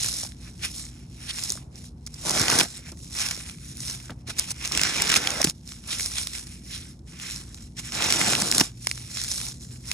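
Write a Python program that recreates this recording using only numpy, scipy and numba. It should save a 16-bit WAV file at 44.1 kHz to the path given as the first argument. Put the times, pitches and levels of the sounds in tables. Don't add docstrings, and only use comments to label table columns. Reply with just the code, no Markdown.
import sys
import numpy as np
from scipy import signal
from scipy.fft import rfft, irfft, next_fast_len
from scipy.io import wavfile
from numba import njit

SR = 44100
rng = np.random.default_rng(int(sys.argv[2]) if len(sys.argv) > 2 else 0)


def waveform_to_disk(signal):
    frames = np.transpose(np.atleast_2d(signal))
    scaled = np.clip(frames, -1, 1) * 32767
    samples = np.round(scaled).astype(np.int16)
    wavfile.write(sys.argv[1], SR, samples)


N = 437913
TIME = np.arange(N) / SR
FREQ = np.fft.rfftfreq(next_fast_len(N + SR // 4, True) // 2 * 2, 1 / SR)


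def undb(db):
    return 10 ** (np.asarray(db) / 20)


def over_freq(hz, values):
    return np.interp(np.log(FREQ + 1), np.log(hz), values)


def filtered(x, response):
    return irfft(rfft(x, 2 * (len(FREQ) - 1)) * response)[..., :N]


def colour(x, points):
    gain = undb(over_freq(*np.transpose(points)))
    cepstrum = irfft(np.log(gain / np.sqrt(np.mean(gain ** 2))))
    half = len(cepstrum) // 2
    cepstrum[1:half] *= 2
    cepstrum[half + 1:] = 0
    return filtered(x, np.exp(rfft(cepstrum)))


def walk(rate):
    steps = rng.standard_normal(N // 20)
    return np.interp(TIME * rate, np.arange(len(steps)), steps) * np.sqrt(3 / 2)


def ring_down(power, decay_s):
    keep = np.exp(-2 / (decay_s * SR))
    return signal.lfilter([1 - keep], [1, -keep], power + 1e-18)


@njit
def resonance(x, hz, width):
    y, band, low = np.empty(len(x)), 0., 0.
    for i in range(len(x)):
        g = np.tan(np.pi * min(hz[i] / SR, .45))
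        v = (band + g * (x[i] + 1e-18 - low)) / (1 + g * (g + width))
        band, low, y[i] = 2 * v - band, low + 2 * g * v, width * v
    return y


def ringing(pair, hz, width):
    return np.array([resonance(x, hz * np.ones(len(x)), float(width)) for x in pair])


# frequency in Hz, relative density in dB per Hz.
RUMBLE_SPECTRUM = [(20, -25.5), (40, -10), (55, 0), (70, 5), (100, -0.5), (130, 1), (200, -6), (260, -10),
                   (380, -18), (560, -29), (1200, -49.5), (3000, -51), (11000, -52), (15000, -84)]
# frequency in Hz, level in dB, both before a slight wander.
HUM_TONES = [(56, -50), (120, -59.5), (177.5, -58.5), (237.5, -56), (297, -63.5), (335, -66.5)]
# time in seconds, frequency in Hz, level in dB, before wander.
ENGINE_DRONE = [(0, 121, -48), (.9, 120.7, -54.5), (1.9, 144, -50), (3.3, 172.1, -55), (3.7, 134.6, -49),
                (4.05, 122.4, -46.5), (4.4, 122.1, -49.5), (5.1, 160.8, -50), (5.8, 150, -69),
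                (7.4, 113.6, -67), (8, 113.5, -49), (8.9, 120, -47), (9.4, 123, -48.5), (9.93, 127.1, -48)]


def outdoors():
    swell_db = .6 * walk(5)
    mid, side = colour(rng.standard_normal((2, N)), RUMBLE_SPECTRUM) * undb(-44.0 + swell_db)
    side = filtered(side, undb(over_freq([60, 250, 700], [-27, -18, -4])))
    times, drone_hz, drone_db = np.transpose(ENGINE_DRONE)
    drone = (np.interp(TIME, times, drone_hz), np.interp(TIME, times, drone_db))
    hum = 0
    for hz, db in HUM_TONES + [drone]:
        level = undb(db + 1.3 * walk(2)) * np.sqrt(2)
        cycles = np.cumsum(hz + 0.3 * walk(4)) / SR
        hum = hum + level * np.sin(2 * np.pi * cycles)
    return mid + hum + side * np.array([[1], [-1]])


# time in seconds, level in dB.
WASH_LEVEL = [(0, -61), (.3, -63.5), (.8, -69), (1.6, -60.5), (2.1, -68.5), (2.9, -65), (3.6, -76),
              (4.15, -63.5), (4.7, -70), (5.55, -66), (6.2, -77), (7, -68), (9.93, -72)]


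def far_wash(hz=730, width=0.84):
    wash = ringing(ringing(rng.standard_normal((2, N)), hz, width), hz, width)
    return wash / np.std(wash) * undb(np.interp(TIME, *np.transpose(WASH_LEVEL)))


# start in seconds, relative level over a
# millisecond in dB, decay in seconds, body against treble in dB before colouring, ring of the piece in Hz.
CLEAR_SNAPS = [(0.0283, -20, 0.0021, -26, 9100), (0.0449, -16.5, 0.0034, -2.5, 9000),
               (0.061, -15, 0.0023, -10, 6400), (0.0856, -17, 0.0014, -3, 6800),
               (0.128, -20, 0.0009, -20, 5200), (0.139, -20, 0.0036, -20, 5500),
               (0.1791, -31, 0.0005, -9, 8500), (0.2704, -32, .001, -9, 4500),
               (0.32, -37, 0.00096, 1, 3800), (0.4118, -44, .001, -13, 4040),
               (1.2951, -23, 0.00094, -1, 3980), (1.391, -24, 0.0034, -1, 5600),
               (1.4375, -16, 0.00048, -33, 9000), (1.4955, -18, 0.0012, -25, 9400),
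               (1.5029, -12.5, 0.00074, -30, 6100), (1.521, -14.5, 0.0013, -25, 9600),
               (1.7566, -37, .001, -10, 5500), (1.8733, -46, .001, -9, 4100),
               (2.0647, -23.5, 0.0055, -21, 7100), (2.0726, -27, 0.0023, -2, 7300),
               (2.1416, -28, 0.003, -21, 5300), (2.2949, -10.5, 0.001, -21, 5100),
               (2.3077, -12, 0.0028, -10, 7200), (2.3758, -14, 0.0011, 7, 1500),
               (2.3962, -9.5, 0.00058, -16, 8800), (2.4144, -8.5, 0.0024, -11, 8300),
               (2.4816, -7.5, 0.0019, -1, 3800), (2.5001, -6, 0.0011, -8, 6500),
               (2.5164, -11.0, 0.0016, 0, 2300), (2.5872, -3, 0.0018, -12, 5800),
               (2.5895, -4, 0.0017, -7, 5500), (2.5981, -3, 0.0039, -6, 5300),
               (2.6044, -3.5, 0.0025, -1, 2800), (2.6104, -3.5, 0.00093, 0, 2480),
               (2.6316, -12, 0.0043, -7, 9700), (2.712, -34, 0.0012, -10, 6000),
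               (2.9178, -29.5, 0.0038, -16, 8700), (2.9723, -37, .002, -10, 2300),
               (3.0452, -34, 0.0011, -13, 5500), (3.151, -22, 0.0029, -8, 8900),
               (3.1669, -23.5, 0.004, -16, 5400), (3.197, -20, 0.0014, -12.5, 6160),
               (3.215, -17, 0.0035, 0, 5500), (3.2628, -15.5, 0.00097, 2, 5470),
               (3.2871, -17.5, 0.001, -12, 4300), (3.3104, -13, 0.0025, -7.5, 2420),
               (3.4074, -33, 0.00096, 0, 4500), (3.4722, -34, .0008, -17, 7870),
               (3.4902, -40, .001, -1.5, 5000), (3.4967, -27.5, .001, 0, 2500),
               (3.7706, -28, 0.00092, -23, 9900), (3.8039, -22, 0.004, -20, 9200),
               (3.8809, -22.5, 0.0017, -5, 5300), (3.8976, -19.5, 0.0037, -11, 5340),
               (3.921, -27, 0.0018, -11, 5500), (4.1045, -29, 0.0037, 0, 1318),
               (4.3851, -17.5, 0.0022, -12, 5170), (4.3899, -11, 0.0042, -9.5, 10000),
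               (4.3955, -7, 0.0012, -25, 10200), (4.5054, -17.5, 0.0049, -17, 7800),
               (4.515, -16, 0.0029, -19, 8100), (4.6096, -36, .0008, -10, 6500),
               (4.6493, -15.5, 0.0031, -3, 6270), (4.6553, -17, 0.0026, -8, 4800),
               (4.6755, -19, 0.0006, -11, 6600), (4.7205, -11.5, 0.0012, -6, 5100),
               (4.7498, -13, 0.0022, -2.5, 2000), (4.7748, -6.5, 0.0011, -4, 7300),
               (4.7851, -16, 0.00099, 6, 6000), (4.7942, -12.5, 0.0025, 5, 1600),
               (4.8148, -7, 0.00076, -1, 8500), (4.8345, -5, 0.00067, -8, 5300),
               (4.9381, -29, 0.0018, -5, 3200), (5.0206, -3.5, 0.00069, -19, 7550),
               (5.0401, -20.5, 0.00078, -3, 2400), (5.0762, -16, 0.0015, -12, 5000),
               (5.0924, -9, 0.0037, -6.5, 7760), (5.1, -7, 0.0031, -1, 3100),
               (5.1182, -4, 0.0008, -14, 2200), (5.1404, -3.5, 0.0018, -1.5, 2300),
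               (5.1525, -7, 0.0028, -2, 7100), (5.1602, -2, 0.0033, 0, 1300),
               (5.1644, -0.5, 0.0038, -3, 4340), (5.1718, -7, 0.0045, -5, 8700),
               (5.2504, -22.5, 0.0018, 9, 1900), (5.2723, -4.5, 0.00092, 2, 2720),
               (5.3048, -13.5, 0.001, -4, 6200), (5.414, -15, 0.0011, -14, 6940),
               (5.4163, -7, .0016, -8, 7040), (5.4286, -14, 0.0018, -1.5, 2600),
               (5.4427, -2, 0.0016, -13, 7040), (5.4453, -3, 0.0032, -6, 7200),
               (5.4552, -19, 0.0014, -6, 5200), (5.4715, -15, 0.0012, -2, 2000),
               (5.4935, -27, .0007, -14, 5000), (5.4978, -11.5, 0.00046, -10, 7440),
               (5.5082, -25, .0008, -4, 6000), (5.6761, -29, 0.0005, -21.5, 7800),
               (5.7199, -26.5, 0.0011, -4, 5700), (5.9287, -19, 0.0032, 2, 3800),
               (5.9968, -15.5, 0.0015, -7, 2510), (6.0076, -16, 0.001, -5, 6700),
               (6.0221, -24, 0.0011, -20, 5670), (6.0601, -14.5, 0.0009, -18, 5300),
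               (6.1837, -14.5, 0.00048, -12, 3500), (6.2715, -16, 0.00092, -6.5, 4360),
               (6.3831, -26, 0.0012, -9, 4500), (6.4699, -32, 0.0011, -7, 5500),
               (6.7777, -30, 0.0012, -3, 5000), (6.9915, -47, 0.0024, -8, 4800),
               (7.1987, -27.5, 0.0012, -2, 3400), (7.2997, -22.5, 0.0011, 1, 8600),
               (7.3793, -33, 0.0009, -13, 5500), (7.5447, -28.5, 0.0018, -12, 4520),
               (7.9211, -22, .0015, -2, 5470), (7.951, -19.5, 0.001, -5.5, 5240),
               (8.0224, -10.5, 0.0016, -1, 1290), (8.0419, -14, 0.0011, -17, 5700),
               (8.1029, -7, 0.0048, -4, 5000), (8.1242, -4, 0.00066, -7, 9400),
               (8.1374, -12, 0.0011, -3, 5900), (8.2143, -6, 0.0013, 9, 9200),
               (8.3328, -9.5, 0.0027, 6, 1300), (8.3516, -7, 0.0012, -1, 2210),
               (8.4012, -14, 0.0017, -11, 7200), (8.416, -12, 0.0015, -11, 9500),
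               (8.42, -7.5, 0.0016, -7, 3900), (8.4853, -16, .001, -6, 6000),
               (8.5142, -3.5, 0.0011, -20, 7671), (8.5238, -9, 0.0013, -4, 1800),
               (8.5479, -6.5, 0.0036, -6, 7800), (8.5815, -0.5, 0.0014, -15, 9100),
               (8.5985, -2, 0.0025, -11, 5260), (8.6072, -3, 0.0014, -5, 4760),
               (8.6106, -0.5, 0.0016, -1, 5000), (8.8706, -5.5, 0.0011, -5, 1490),
               (8.8922, -24, .002, -10, 7580), (8.9134, -11, 0.0005, -1, 2200),
               (8.9768, -27, 0.00082, 0, 3700), (9.1603, -26, 0.0025, -1, 2600),
               (9.1718, -19.5, 0.0009, 0, 4030), (9.2157, -18, 0.0006, -6, 7440),
               (9.2381, -16.5, 0.0011, -18, 10000), (9.2452, -22, 0.0014, -5, 4570),
               (9.2871, -20, 0.0005, -28, 6900), (9.3144, -16.0, 0.0029, -11, 4800),
               (9.3209, -21, 0.0018, -9, 6800), (9.3788, -24, 0.0007, -12, 4860),
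               (9.4133, -23.0, 0.0026, -22, 4000), (9.4841, -25, 0.00077, -15, 6460),
               (9.9147, -11.5, 0.001, -6, 2550)]
# frequency in Hz, relative density in dB per Hz.
SNAP_TREBLE_SPECTRUM = [(700, -15.5), (2000, -12.5), (3000, -12.5), (4500, 1), (5500, 6), (7500, 0),
                        (11000, 0.5), (15500, -6.5)]
# frequency in Hz, relative density in dB per Hz.
SNAP_BODY_SPECTRUM = [(100, -5.5), (500, -2.5), (1000, 0.5), (1900, 6), (2600, 12), (3500, 8), (8000, -43)]
PIECE_WIDTH, PIECE_RING = .55, .55
SNAP_RISE_S, SCATTER_DB, SCATTER_S = .00012, -25, .004


def lesser_snaps(pressure, decay_s=0.0013, body_db=-6, low_hz=1600, high_hz=8000, count=240):
    when, size, body, pitch = rng.random((count, 4)).T
    at = (when * (N - 1)).astype(int)
    db = .85 * 20 * np.log10(pressure[at] + 1e-9) - 1 + 7 * size ** 2
    bodies_db = body_db + 10 * (body - .5)
    hz = low_hz * (high_hz / low_hz) ** pitch
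    return list(zip(at / SR, db, np.full(count, decay_s), bodies_db, hz))


def snapping(pressure):
    treble, body = np.zeros((2, 2, N))
    for s, db, decay_s, body_db, hz in list(CLEAR_SNAPS) + lesser_snaps(pressure):
        start = int(s * SR)
        age = TIME[:min(SR // 50, N - start)] + 1 / SR
        fade = np.exp(-age / max(decay_s, 1 / SR)) + undb(SCATTER_DB) * np.exp(-age / SCATTER_S)
        burst = rng.standard_normal((2, len(age))) * fade * (1 - np.exp(-age / SNAP_RISE_S))
        burst += PIECE_RING * ringing(burst, hz, PIECE_WIDTH)
        burst /= np.sqrt(np.sum(burst ** 2, axis=1, keepdims=True))
        burst *= undb(db) * np.sqrt(SR / 1000 / (1 + undb(body_db) ** 2))
        treble[:, start:start + len(age)] += burst
        body[:, start:start + len(age)] += burst * undb(body_db)
    return undb(-2.5) * colour(treble, SNAP_TREBLE_SPECTRUM) + undb(-3.76) * colour(body, SNAP_BODY_SPECTRUM)


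# greatest pressure in seconds, relative crackle level in dB,
# rise in seconds and fall in seconds (each over 10 dB), suds against crackle in dB.
FIST_SQUEEZES = [(.04, -26.5, 0.081, 0.11, -20), (.21, -31.5, 0.14, 0.062, -13.5),
                 (.48, -48, 0.1, 0.038, -7), (.65, -28, 0.024, 0.018, -17), (.79, -37.5, 0.16, 0.085, -16),
                 (1.0, -56.5, 0.24, 0.072, -1), (1.3, -46.5, 0.11, 0.097, 0.5),
                 (1.385, -38, .03, 0.032, -9), (1.491, -32.5, 0.19, 0.07, -19),
                 (1.78, -47, 0.038, .04, -9.5), (1.86, -47.5, 0.055, 0.034, -14),
                 (2.65, -41, .03, 0.091, -21), (2.77, -40, 0.12, 0.042, -10.5),
                 (2.889, -43, 0.046, 0.028, -3), (3.05, -45.5, 0.09, 0.12, -25),
                 (3.204, -27.5, 0.059, 0.16, -9.5), (3.49, -43.5, 0.059, 0.054, -10),
                 (3.68, -44.5, 0.088, 0.11, -11.5), (3.89, -31.5, 0.083, 0.078, -11.5),
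                 (4.06, -46.5, 0.073, 0.05, -10), (4.2, -65.5, 0.066, 0.053, -4),
                 (4.278, -39.5, 0.0064, .02, -2.5), (4.303, -36.5, 0.02, 0.028, -4.5),
                 (4.394, -33.5, 0.023, 0.07, -3.5), (4.512, -31, 0.031, 0.0084, -6.5),
                 (4.657, -34.5, 0.074, 0.057, -2), (5.495, -29.5, 0.082, 0.016, -11),
                 (5.55, -56, 0.033, 0.091, -9), (5.7, -42.5, 0.045, 0.097, -6.5),
                 (5.924, -32.5, 0.052, 0.1, -3.5), (6.01, -29.5, .03, 0.09, -20),
                 (6.19, -32.5, 0.12, 0.11, -13), (6.355, -33.5, 0.051, 0.053, -14),
                 (6.52, -46.5, 0.18, 0.097, -10), (6.74, -38.5, 0.076, 0.091, -11.5),
                 (6.9, -51.5, 0.07, 0.051, -9.5), (7.078, -51.5, 0.013, 0.09, -1.5),
                 (7.15, -60.5, .04, 0.054, 9.5), (7.225, -41.5, 0.038, 0.13, 0),
                 (7.329, -36, 0.1, 0.078, -12.5), (7.621, -50, 0.24, 0.067, -6.5),
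                 (7.79, -34.5, 0.015, 0.015, 2), (7.865, -42, 0.042, 0.069, 0.5),
                 (8.644, -29.5, 0.058, 0.03, -6), (8.86, -37, 0.047, 0.092, -16),
                 (8.98, -43, 0.2, 0.16, -9), (9.18, -33.5, 0.083, 0.19, -9),
                 (9.32, -29.5, 0.058, 0.13, -17), (9.48, -32.5, 0.13, 0.038, -17),
                 (9.629, -43.5, 0.028, 0.042, -23), (9.73, -47, 0.046, 0.068, -14),
                 (9.9, -36, 0.051, 0.092, -22.5)]
SQUEEZE_ROUNDNESS = 1.39
RESTING_DB = -77


def squeezing():
    crackle, suds = np.zeros((2, N))
    for s, db, rise_s, fall_s, wet_db in FIST_SQUEEZES:
        near = slice(max(int((s - 6 * rise_s) * SR), 0), int((s + 6 * fall_s) * SR))
        away = np.maximum((s - TIME[near]) / rise_s, (TIME[near] - s) / fall_s)
        power = undb(db - 10 * away ** SQUEEZE_ROUNDNESS) ** 2
        crackle[near] += power
        suds[near] += power * undb(wet_db) ** 2
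    return np.sqrt(crackle + undb(RESTING_DB) ** 2), np.sqrt(suds)


def fracture(power):
    return np.sqrt(power) * rng.standard_normal((2, N))


def cells(rate, spread_db, top_db, decay_s, clump_db, smear):
    breaks = rng.random(N) < rate / SR
    size_db = np.minimum(spread_db * rng.exponential(size=N), top_db) + clump_db * walk(110)
    energy = breaks * undb(size_db) ** 2
    power = ring_down(energy, decay_s) + smear * ring_down(energy, 0.0065)
    return fracture(power / power.mean())


# frequency in Hz, relative density in dB per Hz.
CRACKLE_SPECTRUM = [(100, -34), (550, -16.5), (1000, -17), (1700, -21), (2500, -12), (3200, -9.5),
                    (3900, -4.5), (4800, -5.5), (5250, 0), (5800, 0), (6300, -5), (7000, -2.5), (8200, -3),
                    (11000, -2.5), (12100, -8.5), (13000, -9), (15500, -48)]


def crushing(pressure):
    grains = cells(rate=4400, spread_db=4.3, top_db=16.5, decay_s=.00055, clump_db=1.4, smear=.24)
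    return colour(grains, CRACKLE_SPECTRUM) * pressure * undb(.5)


# resonance in Hz, bandwidth over centre.
FINGER_GAPS = [(850, 0.59), (1550, 0.57), (2400, 0.24), (4000, 0.1), (7400, 0.12), (9500, 0.15)]
GAP_SWING_DB, GAP_GLIDE_OCTAVES, GAP_MOVES_PER_S = 4.5, .13, 7


def between_fingers(sound):
    for hz, width in FINGER_GAPS:
        centre = hz * 2 ** (GAP_GLIDE_OCTAVES * walk(GAP_MOVES_PER_S))
        opening = undb(GAP_SWING_DB * np.tanh(walk(GAP_MOVES_PER_S)) - 1 / 2)
        sound = sound + (opening - 1) * ringing(sound, centre, width)
    return sound


def bubble(hz, decay_s, glide):
    life = TIME[:int(6 * decay_s * SR) + 1] / decay_s
    return np.sin(2 * np.pi * hz * decay_s * life * (1 + glide * life)) * np.exp(-life)


def bubbles(level, low_hz, high_hz, cycles, db, count=1600):
    out = np.zeros(N + SR)
    for when, pitch, size in rng.random((count, 3)):
        hz = low_hz * (high_hz / low_hz) ** pitch
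        ring = bubble(hz, cycles / hz, glide=0.0075)
        start = int(when * N)
        out[start:start + len(ring)] += size ** 4 * ring
    return out[:N] * level * undb(db) * np.ones((2, 1))


# start in seconds, pitch in Hz, relative level in dB, decay in seconds.
WET_PLOPS = [(.234, 666, -30.5, 0.0014), (.251, 800, -35, 0.0017), (.478, 1500, -40, 0.00089),
             (1.575, 1330, -32, 0.0011), (1.555, 600, -37, 0.0032), (1.624, 900, -45, 0.0017),
             (2.74, 760, -46, .002), (2.791, 517, -43, 0.0027), (2.884, 650, -41, 0.0018),
             (2.887, 1791, -44, 0.0017), (3.376, 525, -40, .003), (3.489, 1980, -39, .001),
             (4.096, 1490, -27.5, 0.0013), (4.715, 1140, -26, 0.0018)]


def plopping(spatter_db=-2, spatter_s=0.0073, spatter_width=0.55):
    out = np.zeros(N + SR)
    age = TIME[:SR // 20]
    for s, hz, db, decay_s in WET_PLOPS:
        ring = bubble(hz, decay_s, glide=0.03)
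        noise = rng.standard_normal(len(age)) * np.exp(-age / spatter_s)
        plop = undb(spatter_db) * resonance(noise, np.full(len(age), float(hz)), spatter_width)
        plop[:len(ring)] += ring[:len(age)]
        out[int(s * SR):int(s * SR) + len(age)] += undb(db) * plop
    return out[:N]


# middle in seconds, relative level in dB,
# half length in seconds, ring of the opening in Hz.
SUDS_SQUIRTS = [(0.653, -32, 0.025, 2530), (1.301, -34, 0.013, 3300), (1.61, -58.5, 0.025, 2570),
                (3.23, -33, 0.032, 2450), (4.287, -40, 0.01, 1510), (4.305, -36, 0.0076, 1500),
                (4.643, -33, 0.0076, 2280), (4.89, -34, 0.045, 1890), (5.087, -40, 0.047, 2400),
                (5.925, -33, 0.022, 3700), (6.182, -35, 0.024, 3400), (6.355, -44, 0.014, 2500),
                (6.744, -38.5, 0.023, 3580), (6.81, -52, 0.041, 3700), (7.787, -45, 0.015, 3330),
                (7.861, -49, 0.017, 2530), (8.675, -50, 0.033, 2900), (9.196, -36, 0.027, 3800),
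                (9.855, -52, 0.014, 2500), (9.913, -45, 0.022, 2450)]
# frequency in Hz, relative density in dB per Hz.
GUSH_SPECTRUM = [(300, -47), (800, -16), (1500, -7.5), (2400, 0), (3400, 4.5), (4200, 1), (6000, -9),
                 (9000, 0), (14000, -24)]
# frequency in Hz, relative density in dB per Hz.
SQUELCH_SPECTRUM = [(200, -9.5), (550, -11.5), (750, -9), (1050, -8), (1500, -3), (1900, -2), (2450, 1),
                    (3050, -2), (4700, -11), (5500, 1), (6300, -9), (7200, -8), (14000, -34.5)]


def squirting(flow, ring=1.2, width=0.29):
    grains = cells(rate=2000, spread_db=3.0, top_db=4.5, decay_s=0.0013, clump_db=2.0, smear=0.32)
    spray, gushes = colour(grains, GUSH_SPECTRUM), np.zeros((2, N))
    for s, db, half_s, hz in SUDS_SQUIRTS:
        near = slice(max(int((s - 5 * half_s) * SR), 0), int((s + 5 * half_s) * SR))
        opening = ringing(grains[:, near], hz, width) * np.sqrt(SR / np.pi / hz)
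        gush = spray[:, near] / 2 + ring * opening
        gushes[:, near] += gush * undb(db) / (1 + ((TIME[near] - s) / half_s) ** 4)
    return gushes + flow * undb(0.5) * colour(grains, SQUELCH_SPECTRUM)


# start in seconds, pitch in Hz, relative level in dB,
# decay in seconds.
BLOCK_THUDS = [(1.501, 392, -37, 0.0076), (2.405, 99, -27, 0.024), (2.611, 200, -19, 0.0069),
               (2.921, 330, -32, 0.0078), (4.097, 303, -28, 0.011), (4.115, 89.3, -31, 0.0085),
               (4.284, 82, -37, 0.031), (4.755, 190, -28, .01), (5.168, 199, -21, .009),
               (5.365, 311, -28, .014), (5.446, 318, -12.5, 0.0044), (5.47, 164, -19, 0.0073),
               (8.213, 520, -23, .003), (8.42, 190, -20, 0.009), (8.611, 260, -10.5, 0.0049)]
# frequency in Hz, relative density in dB per Hz.
RUB_SPECTRUM = [(35, -30), (90, -2), (160, 5.5), (300, 1.5), (500, -7.5), (750, -10.5), (1500, -16),
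                (5000, -29), (12000, -57)]


def thudding(rise_s=0.00071):
    rings, rub = np.zeros((2, N))
    for s, hz, db, decay_s in BLOCK_THUDS:
        start = int(s * SR)
        age = TIME[:SR // 4]
        fade = undb(db) * np.exp(-age / decay_s) * (1 - np.exp(-age / rise_s))
        rings[start:start + len(age)] += fade * np.sin(2 * np.pi * hz * age)
        rub[start:start + len(age)] += fade * rng.standard_normal(len(age))
    return undb(-3) * rings + undb(-3) * colour(rub, RUB_SPECTRUM)


# bite in seconds, firmest grip in seconds, break in seconds,
# relative levels of crackle, crunch and suds in dB, tightening in dB per second, easing in dB per second,
# final rip in dB.
TORN_LUMPS = [(2.258, 2.564, 2.614, -22.5, -29, -31.5, 22.5, 32, 5),
              (4.727, 5.13, 5.41, -29, -37.5, -26, 13, 12.5, 12.5),
              (7.938, 8.216, 8.611, -23, -30.5, -26.5, 38, 7, 14.5)]
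BITE_DB, BITE_S, APPROACH_DB_PER_S = 6.5, 0.017, 112
RIP_S, RELEASE_DB_PER_S = 0.0052, 284
SLIP_DB, SLIPS_PER_S = 1, 28
DRAIN_DB_PER_S = 46
CRUST_DB = 7


def gripping():
    crackle, crunch, suds = np.zeros((3, N))
    slip_db = SLIP_DB * walk(SLIPS_PER_S)
    for (bite_s, firm_s, break_s, crackle_db, crunch_db, suds_db,
         tighten_db_per_s, ease_db_per_s, rip_db) in TORN_LUMPS:
        easing = np.maximum(TIME - firm_s, 0)
        grip = slip_db - tighten_db_per_s * np.maximum(firm_s - TIME, 0) - ease_db_per_s * easing
        early = np.maximum(bite_s - TIME, 0)
        crust = np.minimum(early / BITE_S, 1)
        grip -= BITE_DB * crust + APPROACH_DB_PER_S * early
        grip -= RELEASE_DB_PER_S * np.maximum(TIME - break_s, 0)
        rip = rip_db / (1 + ((TIME - break_s) / RIP_S) ** 2)
        crackle += undb(crackle_db + grip)
        crunch += undb(crunch_db + grip - CRUST_DB * crust + rip)
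        suds += undb(suds_db + grip - DRAIN_DB_PER_S * easing)
    return crackle, crunch, suds


# frequency in Hz, relative density in dB per Hz.
CRUNCH_SPECTRUM = [(50, -11.5), (130, 4.5), (300, 5.5), (560, -1.5), (750, 2), (1050, -4), (1500, -1),
                   (2300, -5.5), (3200, -4), (6000, -4), (14000, -43)]


def tearing(depth, grip):
    grains = cells(rate=2600, spread_db=4.1, top_db=12, decay_s=0.0007, clump_db=.5, smear=0.3)
    surface = grains * rng.choice([-1, 1], N)
    pockets = bubbles(depth, low_hz=587, high_hz=2800, cycles=1.8, db=12.0, count=3000)
    crunch = colour(grains, CRUNCH_SPECTRUM) * depth * undb(4.0)
    crackle = colour(surface, CRACKLE_SPECTRUM) * grip * undb(-0.2)
    return crunch + crackle + pockets


# time in seconds, resonance in Hz, relative level in dB.
PALM_HOLLOW = [(5.1, 420, -60), (5.18, 440, -41), (5.24, 480, -51), (5.3, 520, -42), (5.37, 560, -41),
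               (5.41, 660, -46), (5.44, 700, -90), (8.08, 800, -90), (8.2, 840, -39), (8.33, 820, -46),
               (8.42, 800, -90)]


def cupping(width=0.27):
    times, hz, db = np.transpose(PALM_HOLLOW)
    centre = np.interp(TIME, times, hz)
    hollow = resonance(rng.standard_normal(N), centre, width)
    hollow = resonance(hollow, centre, 2 * width)
    return hollow / np.std(hollow) * np.interp(TIME, times, undb(db), left=0, right=0)


# frequency in Hz, likeness from 0 to 1, left lead in radians,
# left minus right in dB.
MICROPHONE_PORTS = [(281, 0.96, 0, 0), (514, 0.96, 1.25, 1.5), (970, 0.13, 1.5, -4.5),
                    (1440, 0.88, -0.25, 0.5), (1770, 1, -1.3, 0.5), (2615, 0.66, 2, -4), (3020, 1, 2, -1),
                    (4180, 0.36, 1.1, -5), (4750, 0.34, -2, -3), (5440, 0.9, 1.5, -6),
                    (6900, 0.88, 0.07, 0), (9120, 0, 3.5, 1), (11050, 0.77, 3, 1)]
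ALIKE_HZ, OPPOSED_HZ = 160, 12300


def ports(near):
    rows = [(ALIKE_HZ, 1, 0, 0)] + MICROPHONE_PORTS + [(OPPOSED_HZ, .99, np.pi, 0)]
    hz, *columns = np.transpose(rows)
    likeness, lead, balance_db = (over_freq(hz, c) for c in columns)
    likeness = np.clip(likeness, 0, 1)
    shared = filtered(near[0], likeness * np.exp(1j * lead) * undb(balance_db / 2))
    scattered = filtered(near[1], np.sqrt(1 - likeness ** 2) * undb(balance_db / 2))
    right = filtered(near[0], undb(-balance_db / 2))
    return np.array([shared + scattered, right])


def scene():
    fist, fist_suds = squeezing()
    grip, depth, grip_suds = gripping()
    pressure, flow = np.hypot(fist, grip), np.hypot(fist_suds, grip_suds)
    suds = squirting(flow) + bubbles(flow, low_hz=1550, high_hz=5200, cycles=2.64, db=9)
    fizz = bubbles(pressure, low_hz=3250, high_hz=9700, cycles=4.6, db=1.5, count=2500)
    in_hand = between_fingers(crushing(fist) + tearing(depth, grip) + suds)
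    foam = ports(in_hand + snapping(pressure) + fizz)
    foam = foam + plopping() + thudding() + cupping()
    return undb(0.5) * foam + outdoors() + far_wash()


TOP_HZ = 15750


def record(dry, knee_db=-21, release_s=0.44, squeeze=0.34):
    power = ring_down(np.mean(dry ** 2, axis=0), release_s)
    held = dry / (1 + power / undb(knee_db) ** 2) ** squeeze
    held = signal.sosfilt(signal.butter(2, 30, "highpass", fs=SR, output="sos"), held)
    rounded = np.tanh(1.3 * held) / 1.3
    return signal.sosfilt(signal.ellip(10, .2, 80, TOP_HZ, fs=SR, output="sos"), rounded)


dry = scene()
out = record(dry)
waveform_to_disk(out)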